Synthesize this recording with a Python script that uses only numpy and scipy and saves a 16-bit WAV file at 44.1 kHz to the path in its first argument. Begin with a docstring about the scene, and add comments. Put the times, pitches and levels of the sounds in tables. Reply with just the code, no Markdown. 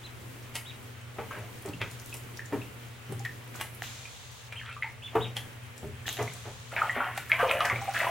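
"""Ducklings paddle in a shallow bath: trapped bubbles plink, feet slap the water and bump the tub,
bills flick drops, and a few thin, arching peeps sound. Near the end one bird dashes across and
churns the water. The tub and a small hard room ring briefly over a low mains hum. A camera clicks,
its focus motor hisses twice, and the low background sinks now and then."""
import sys
import numpy as np
from scipy import signal
from scipy.fft import rfft, irfft, next_fast_len
from scipy.io import wavfile
from scipy.ndimage import map_coordinates

SR = 44100
rng = np.random.default_rng(int(sys.argv[2]) if len(sys.argv) > 2 else 0)


def int16_out(signal):
    """Quantize to a 16-bit WAV file."""
    q = np.round(np.clip(np.atleast_2d(signal).T, -1, 1) * 32767)
    wavfile.write(sys.argv[1], SR, q.astype(np.int16))


N = 357210

# tone of washing water and of fine spray: (frequency [Hz], level [dB])
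WASH_TONE = [(280, -16), (520, -1.5), (900, -0.5), (2300, 5), (3200, 1.5), (4500, -54), (9000, -16.5),
             (16000, -19)]
SPRAY_TONE = [(1500, -31), (4000, 7.5), (6800, 5.5), (10000, 7.5), (15500, -3)]
# stereo width of the room and of the tub: (frequency [Hz], side level against the middle [dB])
ROOM_STEREO = [(30, -33), (110, -4.5), (200, -5), (400, -4.5), (1000, -0.5), (4000, -2.5), (15000, 3)]
TUB_STEREO = [(100, -10.5), (400, -17), (2400, -16.5), (3800, -11), (5500, -5.5), (15000, -3.5)]


def amp(db):
    """Turn decibels into a gain."""
    return 10 ** (np.asarray(db) / 20)


def unit(x):
    """Scale a signal to an average (rms) level of 1."""
    return x / np.sqrt(np.mean(x ** 2) + 1e-20)


def along(points, hz):
    """Read between (frequency, value) points on a log frequency axis."""
    freqs, values = np.transpose(points)
    return np.interp(np.log(hz + 1), np.log(freqs + 1), values)


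def wobble(rate):
    """A smooth curve through `rate` random points a second."""
    return map_coordinates(rng.standard_normal(int(N * rate / SR) + 4), [np.arange(N) * rate / SR])


def grainy(size, rate, depth_db):
    """A fast random gain: water breaks up in separate spits."""
    points = rng.standard_normal(int(size * rate / SR) + 2)
    return unit(amp(depth_db * np.interp(np.arange(size) * rate / SR, np.arange(len(points)), points)))


def filtered(x, response):
    """Scale each frequency of x by response(hz)."""
    n = x.shape[-1]
    padded = next_fast_len(n + SR // 5)
    return irfft(rfft(x, padded) * response(np.fft.rfftfreq(padded, 1 / SR)), padded)[..., :n]


def diffuse(pair, width):
    """Make stereo from two unrelated signals: one is the middle, the other spreads to the sides."""
    side = filtered(pair[1], lambda hz: amp(along(width, hz)))
    return np.array([pair[0] + side, pair[0] - side])


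def noise(tone, size, width=TUB_STEREO):
    """Stereo noise with the given tone, at an average level of 1."""
    shaped = filtered(rng.standard_normal((2, size)), lambda hz: amp(along(tone, hz)))
    return unit(diffuse(shaped, width))


def add(track, start, sound):
    """Mix a sound into a stereo track, `start` seconds in."""
    part = track[:, max(round(start * SR), 0):][:, :sound.shape[-1]]
    part += sound[..., :part.shape[1]]


def fade(t, t60, attack):
    """A quick rise to 1, then a fall; the fade time t60 is the seconds it takes to drop 60 dB."""
    shape = (1 - np.exp(-t / attack)) * amp(-60 * t / np.maximum(t60, .001))
    return shape / shape.max(axis=-1, keepdims=True)


def held(start, length, attack, fall_db_per_s):
    """A gain that rises to 1, holds, and falls once `length` seconds have passed."""
    t = np.arange(N) / SR - start
    return np.clip(t / attack, 0, 1) * amp(-fall_db_per_s * np.maximum(t - length, 0))


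def background(fizz):
    """Mains hum, rumble, ripples, lapping and a hiss that follows the spray; some sink in the lulls."""
    # tones of the hum: (frequency [Hz], level [dB])
    hum_tones = [(120, -0.5), (240.2, -14.5)]
    # tone of each noise: (frequency [Hz], level [dB])
    rumble_tone = [(20, -38), (45, -22), (70, -9.5), (100, -1), (130, -4), (165, -20.5), (200, -21),
                   (320, -37), (430, -18), (700, -23.5), (2000, -26), (8000, -77)]
    lapping_tone = [(120, -5.5), (220, -2), (400, -1.5), (600, -11), (1000, -14.5), (3000, -23.5)]
    hiss_tone = [(500, 1), (2000, 3.5), (3500, 14.5), (5000, 7), (7000, 6.5), (10000, 2), (13000, -27),
                 (16000, 10)]
    # quiet spells: (time [s], length [s], lapping drop [dB], hum drop [dB])
    lulls = [(3.87, 0.5, 35, 9), (4.445, 0.56, 11, 3.5), (6.104, 0.44, 16, 3), (7.607, 0.41, 16, 0)]
    t = np.arange(N) / SR
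    lap_drop_db, hum_drop_db = sum(np.outer(drops, held(start, length, attack=0.3, fall_db_per_s=75))
                                   for start, length, *drops in lulls)
    hum = np.zeros(N)
    for hz, db in hum_tones:
        gain = amp(-48 - hum_drop_db + db + 0.33 * wobble(2.98))
        hum += gain * np.sqrt(2) * np.sin(2 * np.pi * hz * t + 0.04 * wobble(2))
    ripples = amp(-54.5 - 0.21 * lap_drop_db + 1.2 * wobble(12)) * noise(WASH_TONE, N, ROOM_STEREO)
    lapping = amp(-53.5 - lap_drop_db + 2.77 * wobble(9)) * noise(lapping_tone, N, ROOM_STEREO)
    rumble = amp(-50.5) * noise(rumble_tone, N, ROOM_STEREO)
    hiss = fizz * amp(2 + 1.3 * wobble(21)) * noise(hiss_tone, N, ROOM_STEREO)
    return hum + rumble + ripples + lapping + hiss


def focus_motor():
    """The camera's focus motor starts with a bright puff and a whirr, then hisses softly as it runs."""
    # motor runs: (time [s], length [s], hiss [dB], puff [dB], whirr [dB])
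    runs = [(3.821, 0.67, -45, -46, -51), (6.06, .66, -45, -41, -40)]
    # tone of each part: (frequency [Hz], level [dB])
    hiss_tone = [(1200, 2.5), (2500, 6), (3700, 9), (5000, 2), (6700, 6), (9000, -3), (15000, -12)]
    puff_tone = [(1500, -30), (4000, 3), (6800, 13), (10000, -5), (14000, 10), (16000, -2)]
    whirr_tone = [(2000, -14), (3300, -1), (3950, -4), (4700, -23)]
    out, spin_up_s = np.zeros((2, N)), 0.061
    for start, length, hiss_db, puff_db, whirr_db in runs:
        t = np.arange(int(length * SR)) / SR
        gate = np.clip(np.minimum(t, length - t) / 0.0092, 0, 1)
        hiss = amp(hiss_db - 13.7 * t) * noise(hiss_tone, len(t), ROOM_STEREO)
        puff = amp(puff_db - 60 * t / 0.48) * noise(puff_tone, len(t), ROOM_STEREO)
        whirr = amp(whirr_db - 250 * np.maximum(t - spin_up_s, 0)) * noise(whirr_tone, len(t))
        add(out, start, gate * (hiss + puff + whirr))
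    return out


def camera_clicks():
    """Each click is a tiny crack and a short ring of the camera's body."""
    # clicks: (time [s], level [dB], brightest pitch [Hz])
    clicks = [(3.821, -23.5, 1640), (6.08, -20, 2700), (6.0904, -21.5, 6400), (6.095, -24, 4200),
              (6.1696, -28.5, 3420), (6.1775, -30, 2400), (7.177, -24.5, 826)]
    # notes of the body: (pitch [Hz], level [dB], fade time [s])
    body_notes = [(757, 3.5, 0.027), (1850, 6.5, 0.0055), (2820, 2, 0.0065), (3780, -4, 0.016),
                  (6690, -0.5, 0.0043)]
    out, t = np.zeros((2, N)), np.arange(SR // 20) / SR
    for start, db, bright_hz in clicks:
        ring = np.zeros(len(t))
        for hz, note_db, t60 in body_notes:
            octaves_away = abs(np.log2(hz / bright_hz))
            ring += amp(note_db - 7 * octaves_away) * np.sin(2 * np.pi * hz * t) * fade(t, t60, 0.00044)
        crack_tone = [(bright_hz / 4, -15), (bright_hz, 0), (4 * bright_hz, -16)]
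        crack = noise(crack_tone, len(t)) * fade(t, 0.0077, 0.00015)
        add(out, start, amp(db) * (amp(3) * ring / np.abs(ring).max() + amp(-13) * crack))
    return out


def room_tail():
    """The echo of the hard walls after a click at one spot."""
    # how long the room rings: (frequency [Hz], fade time [s])
    fade_times = [(100, 0.76), (300, 0.3), (600, 0.2), (1500, 0.28), (4000, 0.19), (12000, 0.34)]
    hz, t, spectrum = signal.stft(rng.standard_normal((2, SR // 3)), SR, nperseg=256)
    tail = signal.istft(spectrum * amp(-60 * t / along(fade_times, hz)[:, None]), SR, nperseg=256)[1]
    stereo = diffuse(tail / np.linalg.norm(tail[0]), TUB_STEREO)
    return np.pad(stereo, ((0, 0), (SR // 500, 0)))  # arrives 2 ms late


def bathroom(x, echo_db, spots=20):
    """Hard walls answer at once, with a new echo for each spot the birds swim to."""
    echo = np.zeros((2, N))
    for part in np.array_split(np.arange(N), spots):
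        add(echo, part[0] / SR, signal.fftconvolve(x.mean(0)[None, part], room_tail(), axes=1))
    return x + amp(echo_db) * echo


def hollow_tub(x, ring_db):
    """The air between the tub's walls rings on at its own pitches."""
    # notes of that air: (pitch [Hz], level [dB], fade time [s])
    air_notes = [(445, 16, 0.16), (757, 26, 0.045), (940, 31, 0.03), (1280, 6, 0.46), (2000, 28, 0.03),
                 (2230, 25, 0.22), (2530, 8, 0.11)]
    t = np.arange(SR // 3) / SR
    ring = sum(amp(db - 60 * t / t60) * np.sin(2 * np.pi * hz * t) for hz, db, t60 in air_notes)
    return x + amp(ring_db) * signal.fftconvolve(x, ring[None] / np.linalg.norm(ring), axes=1)[:, :N]


def peeps():
    """A duckling's thin whistle leaps up and falls; a bird facing away is heard mostly off the walls."""
    # peeps: (time [s], length [s], top pitch [Hz], level [dB], echo against direct sound [dB])
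    calls = [(.030, .05, 4060, -48, -4), (.652, .067, 3870, -46, 0), (4.555, .046, 3200, -41, 2),
             (5.020, .064, 3520, -44, 3), (5.204, .054, 3820, -39, 4)]
    out = np.zeros((2, N))
    arch_depth, crest, roundness = .38, .46, 2.5
    for start, length, top_hz, db, echo_db in calls:
        progress = np.linspace(0, 1, int(length * SR))
        pitch = top_hz * (1 - arch_depth * np.abs(2 * (progress - crest)) ** roundness)
        phase = 2 * np.pi * np.cumsum(pitch) / SR
        swell = np.abs(np.sin(np.pi * progress)) ** .2
        call = amp(db) * swell * (np.sin(phase) + amp(-32) * np.sin(2 * phase))
        add(out, start, call)
        add(out, start, amp(echo_db) * signal.fftconvolve(call[None], room_tail(), axes=1))
    return out


def tub_bumps():
    """A kick thuds on the tub and rings its wall; the water heaves just before and sloshes after."""
    # kicks: (time [s], level [dB], wall pitch [Hz], slosh [dB], thud fade time [s])
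    kicks = [(1.185, -27.5, 457, -30, 0.089), (1.364, -30.5, 110.6, -41, 0.17),
             (1.651, -30, 397.5, -39, 0.097), (1.675, -28, 399, -40, 0.065),
             (1.677, -28.5, 153, -52, 0.063), (1.689, -29, 274, -44, 0.063), (1.808, -29.5, 114, -42, 0.12),
             (2.524, -20, 283, -31, 0.098), (2.53, -24.5, 421, -48, .1), (2.554, -32, 107, -51, 0.12),
             (3.093, -27, 115.6, -49.5, 0.21), (3.12, -28.5, 420, -38, 0.043),
             (5.152, -15, 460, -23, 0.047), (5.165, -26.5, 117, -34, 0.22), (5.829, -28.5, 224, -43, 0.065),
             (5.838, -26, 97, -57, 0.13), (6.188, -25.5, 420, -26.5, 0.1), (6.207, -27, 115, -31.5, 0.1),
             (6.455, -35.5, 98, -39.5, 0.18), (6.964, -28, 248, -27.5, 0.077),
             (7.722, -28, 93.5, -34, 0.16)]
    # tone of the wall's thud and of the slosh: (frequency [Hz], level [dB])
    thud_tone = [(20, -44), (45, -31), (100, 5.5), (180, -2.5), (300, -9.5), (420, 2.5), (560, -25.5),
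                 (900, -59), (2500, -38.5)]
    slosh_tone = [(200, -8), (500, 12), (800, 12), (1400, 3), (2100, 0.5), (3200, -6), (5000, -30),
                  (10000, -47)]
    out, t, lead = np.zeros((2, N)), np.arange(SR // 3) / SR, SR // 30
    for start, db, hz, slosh_db, t60 in kicks:
        thud = noise(thud_tone, len(t)) * fade(t, t60, 0.0074)
        ring = np.sin(2 * np.pi * hz * t) * fade(t, 1.23 * t60, 0.0055)
        add(out, start, amp(db - 13.5) * thud + amp(db - 8.5) * ring)
        heave = np.concatenate([0.16 * np.linspace(0, 1, lead), fade(t, 1.8 * t60, 0.00023)])
        add(out, start - lead / SR, amp(slosh_db - 4.5) * noise(slosh_tone, len(heave)) * heave)
    return filtered(out, lambda hz: 1j * hz / (59.6 + 1j * hz))  # the tub gives off little deep bass


def bubble(t, hz, t60, rise, attack_cycles):
    """A trapped air pocket rings, its pitch rising as it nears the surface."""
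    pitch = hz * (1 + rise * np.minimum(t / t60, 1))
    return np.sin(2 * np.pi * np.cumsum(pitch, axis=-1) / SR) * fade(t, t60, attack_cycles / hz)


def scatter(rings, when, size):
    """Mix many rings into `size` samples, each starting at its fraction `when` of the way."""
    places = (when * size).astype(int) + np.arange(rings.shape[-1])
    return unit(np.bincount(places.ravel(), rings.ravel(), size)[:size])


def swarm(per_s, low_hz, high_hz, cycles, spread_db):
    """A steady swarm of bubbles of random pitch, life and loudness."""
    when, tone, life, strength = rng.random((int(per_s * N / SR), 4)).T[:, :, None]
    hz = low_hz * (high_hz / low_hz) ** tone
    rings = bubble(np.arange(SR // 25) / SR, hz, cycles * (.5 + life) / hz, rise=0.094, attack_cycles=.5)
    return scatter(amp(spread_db * strength ** 2) * rings, when, N)


def flicked_drops():
    """Flicked drops land with a splat and ring a tiny bubble, amid a patter of smaller ones."""
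    # drops: (time [s], level [dB], pitch [Hz], bubble fade time [s])
    drops = [(1.623, -32, 10400, 0.0067), (1.66, -30.5, 7760, .008), (1.687, -33.5, 4130, 0.027),
             (1.913, -31, 7300, 0.0044), (1.998, -31, 5600, 0.0099), (2.060, -32.5, 10700, 0.0088),
             (2.141, -25.5, 8400, 0.016), (2.169, -30, 8600, 0.0092), (2.372, -30, 4980, 0.012),
             (2.457, -36, 6500, 0.03), (3.123, -32, 8900, .014), (3.194, -33.5, 6060, 0.019),
             (3.251, -33, 3970, 0.023), (3.557, -32.5, 6700, .03), (3.749, -32, 11500, 0.0046),
             (5.779, -33, 6960, 0.0074), (6.128, -24, 13000, .006), (6.227, -26, 6450, 0.007),
             (6.336, -31, 7840, 0.014), (7.295, -27.5, 10600, 0.0068), (7.512, -27.5, 8800, 0.052),
             (7.652, -23, 5560, 0.039), (7.937, -30, 5170, 0.014)]
    out, t, lead = np.zeros((2, N)), np.arange(SR // 20) / SR, SR // 40
    for start, db, hz, t60 in drops:
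        patter = np.hanning(len(t)) * grainy(len(t), rate=930, depth_db=1)
        add(out, start - lead / SR, amp(db - 26) * noise(SPRAY_TONE, len(t)) * patter)
        tone = [(hz / 4, -28), (.7 * hz, -12), (.9 * hz, -1),
                (1.1 * hz, 0), (1.3 * hz, -8), (2 * hz, -14)]
        splat = amp(-9) * noise(tone, len(t)) * fade(t, t60, 0.00033)
        add(out, start, amp(db) * (splat + .13 * bubble(t, hz, t60, rise=.3, attack_cycles=3)))
    return out


def slaps():
    """A foot or bill swishes in and breaks the surface: a crack, a short wet burst and fine spray."""
    # hits on the water: (time [s], level [dB], spray [dB], burst fade time [s])
    hits = [(0.555, -23, -31, 0.041), (1.8158, -19, -61, 0.025), (2.142, -37, -53, 0.05),
            (3.251, -34, -52.5, 0.022), (3.601, -31, -49, 0.06), (3.612, -22.5, -33, 0.029),
            (3.839, -32, -57, 0.036), (4.525, -30, -52, 0.032), (5.367, -25.5, -37, 0.057),
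            (7.177, -24, -34, 0.013), (7.606, -21, -61, 0.056), (7.649, -23, -61, 0.05)]
    # tone of a slap: (frequency [Hz], level [dB])
    slap_tone = [(150, -48), (450, 2.5), (800, 11.5), (1300, 4), (2100, 13), (3200, 8.5), (4500, -10.5),
                 (9000, -33)]
    out, t, lead = np.zeros((2, N)), np.arange(SR // 5) / SR, SR // 25
    swish = 0.36 * amp(-60 * t[:lead][::-1] / 0.042)
    crack = 1.68 * fade(t, 0.003, 0.000081)
    for start, db, spray_db, t60 in hits:
        burst = 0.5 * fade(t, t60, 0.0051) * grainy(len(t), rate=820, depth_db=3)
        shape = np.concatenate([swish, crack + burst])
        splash = amp(db - 6) * noise(slap_tone, len(shape))
        spray = amp(spray_db) * noise(SPRAY_TONE, len(shape))
        add(out, start - lead / SR, shape * (splash + spray))
    return out


def gulps():
    """A foot drags air under: the pocket tears into a short cloud of bubbles, all near one size."""
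    # air pockets: (time [s], length [s], level [dB], middle pitch [Hz])
    pockets = [(2.391, .006, -50, 1890), (3.249, 0.0061, -40, 2030), (4.633, 0.061, -51, 1480),
               (4.656, 0.067, -49.5, 2450), (5.152, 0.01, -26.5, 1010), (6.763, 0.025, -31.5, 1980),
               (6.767, 0.047, -40.5, 990), (6.819, 0.029, -34.5, 944), (6.947, 0.026, -37, 1900),
               (7.003, 0.014, -31.5, 1200), (7.297, 0.0082, -33, 1820), (7.321, 0.032, -39.5, 2390),
               (7.395, 0.019, -28.5, 1290), (7.424, 0.025, -34, 980), (7.477, 0.021, -35, 2500),
               (7.605, 0.022, -39.5, 2250), (7.606, 0.052, -35, 767), (7.654, 0.024, -32, 1760),
               (7.697, 0.0084, -38, 2210), (7.698, 0.013, -31, 1340), (7.953, 0.017, -32.5, 1710),
               (7.998, 0.035, -33, 1930), (8.027, 0.027, -35.5, 1010)]
    out, t = np.zeros((2, N)), np.arange(SR // 6) / SR
    bubbles_per_s, cycles, spread_octaves, fall_db_per_s = 500, 13, .45, 709
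    for start, length, db, hz in pockets:
        when, tone, strength = rng.random((int(bubbles_per_s * t[-1]), 3)).T[:, :, None]
        pitch = hz * 2 ** (spread_octaves * (2 * tone - 1))
        rings = bubble(t[:SR // 30], pitch, cycles / pitch, rise=0.056, attack_cycles=1)
        cloud = scatter(amp(12 * strength ** 2) * rings, when, len(t))
        wash_tone = [(hz / 2, -28), (.93 * hz, -4), (hz, 0),
                     (.97 * hz, -6), (2 * hz, -28), (5 * hz, -60)]
        wash = amp(-1.5) * noise(wash_tone, len(t))
        shape = np.minimum(t / 0.0025, 1) * amp(-fall_db_per_s * np.maximum(t - length, 0))
        add(out, start, amp(db) * shape * unit(cloud + wash))
    return out


def plinks():
    """Larger bubbles pinch off with a short wet spit; the violent ones ring for the fewest cycles."""
    # single bubbles: (time [s], level [dB], pitch [Hz])
    large_bubbles = [(1.735, -36, 2750), (2.127, -33, 2580), (2.393, -30, 1830), (2.617, -35.5, 2600),
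                     (3.201, -43, 793), (3.250, -27.5, 1900), (3.261, -31, 1850), (4.054, -33.5, 2400),
                     (4.524, -29, 2340), (4.613, -34, 1760), (4.660, -40.5, 3350), (4.691, -38, 1400),
                     (4.712, -33, 2330), (4.727, -35, 2620), (4.765, -35, 1170), (4.824, -21, 2050),
                     (4.832, -21.5, 2160), (4.842, -36.5, 876), (5.155, -22, 469.5), (5.157, -22, 786),
                     (5.163, -29, 1340), (5.368, -21, 3220), (5.843, -43.5, 604), (6.056, -36, 1800),
                     (6.277, -29.5, 2120), (6.764, -20.5, 2300), (6.818, -15.5, 1310), (6.895, -19.5, 1875),
                     (7.005, -20, 1390), (7.066, -34.5, 745), (7.3176, -5, 2230), (7.324, -36, 644),
                     (7.397, -24, 1530), (7.398, -31, 700), (7.428, -20, 504), (7.444, -24, 1170),
                     (7.447, -25.5, 677), (7.484, -35, 493), (7.510, -25.5, 620), (7.512, -11.5, 2470),
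                     (7.534, -26, 564), (7.553, -27.5, 599), (7.6065, -15.5, 1200), (7.649, -21, 1770),
                     (7.699, -14.5, 2080), (7.716, -23, 2070), (7.759, -24, 2260), (7.816, -32, 800),
                     (7.879, -26.5, 770), (7.888, -30.5, 760), (7.965, -21, 1790), (8.003, -19, 1940),
                     (8.014, -28, 630), (8.067, -24, 1000), (8.093, -28, 721)]
    out, t = np.zeros((2, N)), np.arange(SR // 5) / SR
    for start, db, hz in large_bubbles:
        cycles = np.clip(33.7 * .5 ** ((db + 25.5) / 14), 13, 35.7)  # halved by every 14 dB more
        t60 = cycles / hz
        ring = bubble(t, hz, t60, rise=0.022, attack_cycles=1.66)
        spit_tone = [(hz / 3, -28), (hz, 0), (1.42 * hz, -6), (2.3 * hz, -28), (5 * hz, -55)]
        spit = amp(-15.5) * noise(spit_tone, len(t)) * fade(t, t60, 0.0018)
        add(out, start, amp(db) * (ring + spit))
    return out


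def stroke_gains():
    """Foot strokes stir up small bubbles, big bubbles and spray; the spray settles last."""
    # strokes: (time [s], length [s], small bubbles [dB], big bubbles [dB], spray [dB])
    strokes = [(1.304, 0.015, -41, -42, -63), (1.826, 0.27, -58.5, -69, -55),
               (3.538, 0.012, -47, -50.5, -49.5), (6.197, 0.18, -54, -61, -66),
               (6.712, 0.051, -40, -38, -52), (6.782, 0.085, -37, -49, -50.5),
               (6.925, 0.16, -37.5, -49, -70), (7.15, 0.17, -47.5, -69, -54), (7.325, 0.071, -35, -50, -54),
               (7.386, 0.04, -29.5, -31.5, -46.5), (7.493, 0.068, -32, -34, -49.5),
               (7.608, 0.11, -45, -43, -49.5), (7.743, 0.29, -43.5, -45.5, -47),
               (7.937, 0.048, -32, -43, -41), (8.037, 0.068, -34, -29.5, -55)]
    power = np.zeros((3, N))
    for start, length, small_db, big_db, spray_db in strokes:
        push = held(start, length, attack=0.0063, fall_db_per_s=125)
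        mist = held(start, length, attack=0.0063, fall_db_per_s=70)
        power += np.square([amp(small_db) * push, amp(big_db) * push, amp(spray_db) * mist])
    return np.sqrt(power)


def paddling(small_gain, big_gain, drop_gain):
    """Gentle paddling keeps small bubbles and droplets going; each stroke whips up a dense swarm."""
    gentle = amp(-65.5) * swarm(per_s=260, low_hz=900, high_hz=3600, cycles=13, spread_db=13)
    small = amp(-5) * swarm(per_s=240, low_hz=950, high_hz=2800, cycles=21, spread_db=13)
    big = amp(-5.5) * swarm(per_s=120, low_hz=580, high_hz=845, cycles=11, spread_db=14)
    wash = amp(-8.5) * noise(WASH_TONE, N)
    drops = amp(-16) * swarm(per_s=110, low_hz=5500, high_hz=14400, cycles=14, spread_db=20)
    return gentle + small_gain * (small + wash) + big_gain * big + drop_gain * drops


def scene():
    """The water rings in the tub, then in the room; the camera is so close that it has no echo."""
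    small_gain, big_gain, spray_gain = stroke_gains()
    fizz = np.hypot(amp(-55.5), spray_gain)  # a steady floor plus the spray
    water = plinks() + gulps() + slaps() + paddling(small_gain, big_gain, fizz + spray_gain)
    in_tub = hollow_tub(water + tub_bumps(), ring_db=-27)
    in_room = bathroom(in_tub + flicked_drops(), echo_db=-1)
    mix = in_room + peeps() + background(fizz) + focus_motor() + camera_clicks()
    return mix * amp([[.25], [-.25]])  # the left side is a touch louder


def record(dry):
    """Cut away the very highest treble."""
    return filtered(dry, lambda hz: hz < 15900)


dry = scene()
out = record(dry)
int16_out(out)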